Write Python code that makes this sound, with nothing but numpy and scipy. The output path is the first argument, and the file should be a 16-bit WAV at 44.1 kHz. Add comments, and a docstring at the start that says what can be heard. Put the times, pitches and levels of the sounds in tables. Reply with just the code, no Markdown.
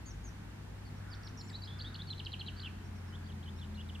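"""A small songbird in a reed bed sings slurred notes, a quick trill and a buzzy flourish.
Fainter song follows from the right; thin high calls and a hoarse far-off bird come from the marsh.
Song notes are gliding, nearly pure whistles scattered by the reeds; hoarse calls are noise swells.
A distant engine drones and sinks in pitch with its firing rate, over low rumble and faint hiss."""
import sys
import numpy as np
from scipy import signal
from scipy.fft import rfft, irfft
from scipy.io import wavfile

SR = 44100
rng = np.random.default_rng(int(sys.argv[2]) if len(sys.argv) > 2 else 0)


def log_audio(samples):
    """Write samples as a 16-bit WAV file to the path given in sys.argv[1]."""
    # one column per channel
    frames = np.atleast_2d(samples).T
    # limit to full scale, then quantise
    limited = np.clip(frames, -1, 1)
    pcm = np.round(limited * 32767).astype(np.int16)
    wavfile.write(sys.argv[1], SR, pcm)


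N = 176400


def from_db(db):
    """Decibels to gain."""
    return 10 ** (np.asarray(db) / 20)


def rms_one(x):
    """Scale to rms 1."""
    return x / np.sqrt(np.mean(x ** 2) + 1e-20)


def in_time(rows):
    """Interpolate each column after t/s linearly, per sample."""
    s, *columns = np.transpose(rows)
    return [np.interp(np.arange(N) / SR, s, c) for c in columns]


def at_hz(points, hz):
    """Interpolate on a log-frequency axis."""
    f, value = np.transpose(points)
    return np.interp(np.log(np.maximum(hz, 1)), np.log(f), value)


def drift(hz):
    """Low-passed noise, rms 1."""
    lowpass = signal.butter(2, hz, fs=SR, output="sos")
    return rms_one(signal.sosfilt(lowpass, rng.standard_normal(N + SR))[SR:])


def pan(db):
    """Stereo gains; db is left over right."""
    return from_db(np.array([[db], [-db]]) / 2)


def noise_pair(correlation):
    """Stereo white noise; left-right correlation is a scalar or per bin."""
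    mid, side = rfft(rng.standard_normal((2, N)))
    c = np.clip(correlation, -.99, .99)
    return rms_one(irfft(np.sqrt(1 + c) * mid + np.sqrt(1 - c) * side * [[1], [-1]], N))


def band(x, hz, width_hz):
    """Band-pass to rms 1."""
    edges_hz = [hz - width_hz / 2, hz + width_hz / 2]
    return rms_one(signal.sosfilt(signal.butter(2, edges_hz, "band", fs=SR, output="sos"), x))


def air():
    """Far traffic rumble and an even hiss, wide in the treble."""
    # f/Hz, relative density/dB
    spectrum = [(22, -20), (45, -4.5), (80, -8.5), (150, -0.5), (250, -8.5), (400, -15.5), (600, -19),
                (850, -16.5), (1200, -21), (1700, -20.5), (2500, -25.5), (7000, -35), (15000, -43.5)]
    # f/Hz, left-right correlation
    correlation = [(150, 0.82), (300, 0.69), (600, -0.25), (1200, 0.36), (3000, -0.26)]
    hz = np.fft.rfftfreq(N, 1 / SR)
    white = rfft(noise_pair(at_hz(correlation, hz)))
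    highpass = hz / np.hypot(hz, 20)
    return from_db(-51) * rms_one(irfft(white * from_db(at_hz(spectrum, hz)) * highpass, N))


def engine():
    """Engine orders grow louder as the engine draws nearer, with a steady-pitched drone and deep rumble."""
    # t/s, firing rate/Hz, level/dB
    firing = [(0, 99.53, -54), (1.35, 98.8, -49), (2.2, 94.83, -49), (2.55, 91.26, -48.5),
              (3.05, 90.37, -48.5), (3.45, 85.6, -46.5), (4, 83.04, -46.5)]
    # multiple of firing rate, gain/dB
    orders = [(.5, -19), (1, 1.5), (1.5, -13.5), (2.5, -16), (3.5, -25), (4.5, -26.5)]
    # t/s, level/dB
    drone_levels = [(0, -65.5), (2.3, -62), (3.099, -55), (4, -58)]
    # t/s, level/dB
    rumble_levels = [(0, -48.5), (.6, -53.5), (2.2, -55.5)]
    drone_hz = 208.3
    firing_hz, db = in_time(firing)
    phase = 2 * np.pi * np.cumsum(firing_hz) / SR
    tones = 0
    for multiple, order_db in orders:
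        depth = .08 if order_db > -5 else .5  # weak orders waver more
        in_phase = (1 + depth * drift(5.5)) * np.sin(multiple * phase)
        quadrature = depth * drift(2.36) * np.cos(multiple * phase)
        tones += np.sqrt(2) * from_db(db + order_db) * (in_phase + quadrature)
    drone_gain = np.sqrt(2) * from_db(in_time(drone_levels)[0] + 2.66 * drift(7.5))
    drone = drone_gain * np.sin(2 * np.pi * drone_hz * np.arange(N) / SR + .56 * drift(3.3))
    low_noise = band(rng.standard_normal(N + SR), hz=55.6, width_hz=21)[SR:]
    rumble = from_db(in_time(rumble_levels)[0]) * low_noise
    return (tones + drone + rumble) * pan(db=1.3)


def far_caws():
    """Of each hoarse call only the throat resonance arrives, as a soft swell."""
    # peak t/s, level/dB
    caws = [(.40, -68), (1.15, -59), (1.85, -59), (2.62, -62.5), (3.13, -63.5)]
    rise_s, fall_s = .13, .16
    t = np.arange(N) / SR
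    swells = sum(from_db(db) * np.exp(-.5 * ((t - s) / np.where(t < s, rise_s, fall_s)) ** 2)
                 for s, db in caws)
    return swells * band(noise_pair(correlation=.53), hz=1510, width_hz=500) * pan(db=-2)


def reeds(x):
    """Near stems blur each note, the reed bed echoes it, a fainter tail returns across the marsh."""
    stems_t60_s, bed_t60_s, marsh_t60_s = .035, .32, 1.15
    stems_db, marsh_db = 10, -8.5  # re reed bed
    t = np.arange(N) / SR
    decay = (from_db(stems_db - 60 * t / stems_t60_s) + from_db(-60 * t / bed_t60_s)
             + from_db(marsh_db - 60 * t / marsh_t60_s))
    echoes = noise_pair(correlation=.6) * decay / np.sqrt(np.sum(decay ** 2))
    return signal.fftconvolve(x[None], echoes[:, :SR], axes=1)[:, :N]


def slur(s, length_s, start_hz, middle_hz, end_hz, db, swell_db, swing_hz=0, swing_rate_hz=0):
    """A note bends through three pitches and swells or fades; a buzz adds a dying pitch swing."""
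    t = np.arange(int(length_s * SR)) / SR
    u = t / length_s
    glide_hz = np.polyval(np.polyfit([0, .5, 1], [start_hz, middle_hz, end_hz], 2), u)
    buzz_hz = swing_hz * np.cos(np.pi / 2 * u) ** 2 * np.sin(2 * np.pi * swing_rate_hz * t)
    return s, glide_hz + buzz_hz, db + swell_db * (u - .5)


def downsweep(s, length_s, db):
    """One steep falling note of the trill."""
    # share of length, f/Hz, gain/dB
    contour = [(0, 4830, -23), (.16, 4110, -1), (.3, 3510, -13), (.48, 3236, -2), (.7, 3020, -1.5),
               (1, 2480, -8)]
    share, hz, gain_db = np.transpose(contour)
    u = np.linspace(0, 1, int(length_s * SR))
    return s, np.interp(u, share, hz), db + np.interp(u, share, gain_db)


def songbird(notes, pan_db, left_lag_s, scatter_db, waver_share=.016):
    """Nearly pure, wavering whistles, heard directly and through the reeds."""
    attack_s, release_s, waver_hz, flutter_db = .0025, .0022, 255, 1.5
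    voice, waver, flutter = np.zeros(N + SR), drift(waver_hz), drift(waver_hz)
    for s, hz, db in notes:
        t = np.arange(len(hz)) / SR
        at = int(s * SR) + np.arange(len(hz))
        attack = np.sin(np.pi / 2 * np.clip(t / attack_s, 0, 1))
        release = np.sin(np.pi / 2 * np.clip((t[-1] - t) / release_s, 0, 1))
        gain = np.sqrt(2) * from_db(db + flutter_db * flutter[at % N])
        phase = 2 * np.pi * np.cumsum(hz * (1 + waver_share * waver[at % N])) / SR
        voice[at] += attack * release * gain * np.sin(phase)
    voice = voice[:N]
    delay = np.exp(-2j * np.pi * np.fft.rfftfreq(N, 1 / SR) * left_lag_s)
    left = irfft(rfft(voice) * delay, N)
    return pan(pan_db) * np.array([left, voice]) + from_db(scatter_db) * reeds(voice)


def high_calls():
    """Other birds: thin, mostly high calls, a buzz, and twitters of three tiny random slurs."""
    # t/s, length/s, start f/Hz, middle f/Hz, end f/Hz, level/dB, swell/dB
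    slurs = [ (.052, .034, 4220, 4630, 4500, -72, -5), (.241, 0.053, 6750, 6290, 5630, -60, 1),
             (1.375, 0.044, 7100, 6900, 6960, -72, 2), (1.413, .040, 7650, 7140, 7130, -69, 2),
             (1.454, 0.035, 8150, 7200, 7100, -69.5, -1), (1.475, 0.027, 5950, 5350, 4850, -64, 0),
             (1.490, 0.033, 2350, 2000, 1670, -61.5, 3), (1.490, .036, 8200, 7690, 7550, -68.5, 2),
             (3.88, 0.15, 8320, 8180, 8260, -79.5, 7)]
    # as slurs, then swing/Hz, swing rate/Hz
    buzzes = [(0.058, 0.062, 6640, 6440, 5440, -58.5, -1, 430, 193)]
    # t/s, f/Hz, level/dB
    twitters = [(0.851, 4540, -68), (.96, 5700, -73), (2.84, 5700, -72), (2.951, 5760, -72),
                (3.07, 5050, -73), (3.24, 4750, -72), (3.56, 5500, -72)]
    step_s, bend_share = .014, .092
    notes = [slur(*row) for row in slurs + buzzes]
    for s, hz, db in twitters:
        for k in range(3):
            pitches_hz = hz * (1 + bend_share * rng.uniform(-.76, 1, size=3))
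            notes.append(slur(s + k * step_s, step_s, *pitches_hz, db, swell_db=0))
    return songbird(notes, pan_db=1.6, left_lag_s=-23e-6, scatter_db=-4.5, waver_share=.0053)


def far_song():
    """Fainter slurred whistles from the right."""
    # t/s, length/s, start f/Hz, middle f/Hz, end f/Hz, level/dB, swell/dB
    slurs = [ (3.124, 0.037, 3040, 3100, 3610, -59.5, 11), (3.260, 0.016, 3220, 3850, 4660, -66, 1),
             (3.288, 0.021, 3370, 3270, 2860, -60, 2), (3.319, 0.0095, 4400, 3570, 2900, -59.5, 0),
             (3.427, 0.019, 3220, 3490, 4620, -60, -4), (3.457, 0.021, 3470, 2960, 3030, -62, -3),
             (3.478, 0.021, 3250, 3170, 3800, -55.5, -7), (3.586, 0.018, 3640, 3950, 4000, -59.5, 0),
             (3.613, 0.025, 3590, 3310, 2880, -55.5, -2), (3.641, 0.012, 4370, 3270, 2700, -58, -5),
             (3.742, 0.036, 3180, 4240, 3080, -62, 0), (3.774, 0.032, 2885, 2860, 2980, -55.5, 8),
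             (3.800, 0.016, 2860, 3240, 3440, -53.5, 3), (3.812, 0.011, 3370, 2910, 2950, -57, -3),
             (3.887, 0.018, 4200, 3370, 2830, -54, 8), (3.948, 0.018, 3630, 3000, 2430, -53, -4)]
    return songbird([slur(*row) for row in slurs], pan_db=-1.5, left_lag_s=35e-6, scatter_db=-9)


def near_song():
    """The near bird, centred: slurs, a trill of downsweeps, a buzzy flourish."""
    # t/s, length/s, start f/Hz, middle f/Hz, end f/Hz, level/dB, swell/dB
    slurs = [ (1.099, .040, 5670, 4870, 4460, -59, 19.5), (1.138, 0.0054, 4170, 3350, 4730, -55, 8),
             (1.145, 0.014, 4940, 5500, 5560, -62.5, -7), (1.231, 0.007, 6300, 5160, 4250, -56, 10),
             (1.245, 0.034, 5550, 5430, 5000, -60, -8), (1.269, 0.013, 4860, 3990, 2860, -55, -8),
             (1.281, 0.013, 4200, 5600, 5800, -59.5, -2), (1.373, .008, 6740, 5600, 5500, -56, 0),
             (1.381, 0.031, 5800, 5430, 5000, -54.5, -2), (1.409, 0.008, 5100, 4330, 4280, -49.5, 6),
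             (1.496, 0.0084, 2400, 4100, 5000, -54.5, 21), (1.527, 0.031, 3840, 3830, 4150, -51.5, 14),
             (1.556, 0.015, 4220, 4450, 4200, -51.5, -3), (1.618, 0.015, 4700, 4420, 4600, -52, 2),
             (1.634, .011, 3880, 4060, 4400, -49, 2), (1.644, 0.02, 4600, 5020, 3980, -55, 6),
             (1.673, 0.012, 3180, 3390, 3930, -53, 4), (1.682, 0.021, 3150, 3420, 3600, -55.5, -3),
             (1.700, 0.079, 3447, 3476, 3520, -59.5, -13), (1.784, 0.018, 5470, 4650, 4200, -53, 21),
             (1.800, 0.019, 2660, 3800, 4700, -50.5, 11), (1.820, 0.005, 4740, 4550, 4240, -45, -2),
             (1.844, 0.044, 3250, 3650, 3710, -50.5, 0), (1.943, 0.0061, 4930, 4400, 4100, -45.5, 10),
             (1.950, 0.014, 2720, 3580, 4870, -48, 6), (1.988, 0.021, 3140, 3490, 3400, -52.5, 11),
             (2.010, 0.013, 3580, 3700, 4260, -47, 6), (2.069, 0.025, 4620, 4370, 4300, -55.5, 6),
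             (2.090, 0.013, 2900, 3200, 3700, -55, 11), (2.102, 0.016, 3930, 4150, 3920, -43.5, -1),
             (2.120, 0.018, 4140, 3600, 2720, -50, 1), (2.180, 0.006, 4600, 3950, 4300, -51, 2),
             (2.248, 0.0059, 5870, 4680, 3750, -50.5, 4), (2.318, 0.0054, 4800, 4040, 3780, -48, 4),
             (2.394, 0.01, 4010, 4230, 3980, -46.5, 8), (2.462, 0.011, 4360, 3770, 3970, -51, -5),
             (2.594, 0.012, 2540, 4150, 4670, -49.5, 9), (2.612, 0.019, 5300, 4260, 3900, -53.5, 4),
             (2.632, 0.011, 3190, 3080, 3540, -52, -3), (2.644, 0.01, 3390, 3040, 3450, -46.5, -2)]
    # as slurs, then swing/Hz, swing rate/Hz
    buzzes = [(2.562, 0.029, 4320, 4470, 4600, -60, 4, 250, 95),
              (2.656, 0.0291, 3220, 2810, 2350, -48, -4, 300, 217)]
    # t/s, length/s, level/dB
    trill = [(2.192, 0.016, -41.5), (2.258, 0.017, -41), (2.327, 0.021, -40.5), (2.402, 0.02, -41.5),
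             (2.4723, 0.023, -42)]
    notes = [slur(*row) for row in slurs + buzzes] + [downsweep(*row) for row in trill]
    return songbird(notes, pan_db=0, left_lag_s=5e-6, scatter_db=-5.5)


def scene():
    """Birds over the background of the marsh."""
    return near_song() + far_song() + high_calls() + far_caws() + engine() + air()


def record(dry):
    """Steep low-pass on the top treble."""
    cutoff_hz = 15300
    return signal.sosfilt(signal.ellip(10, .1, 80, cutoff_hz, fs=SR, output="sos"), dry)


dry = scene()
out = record(dry)
log_audio(out)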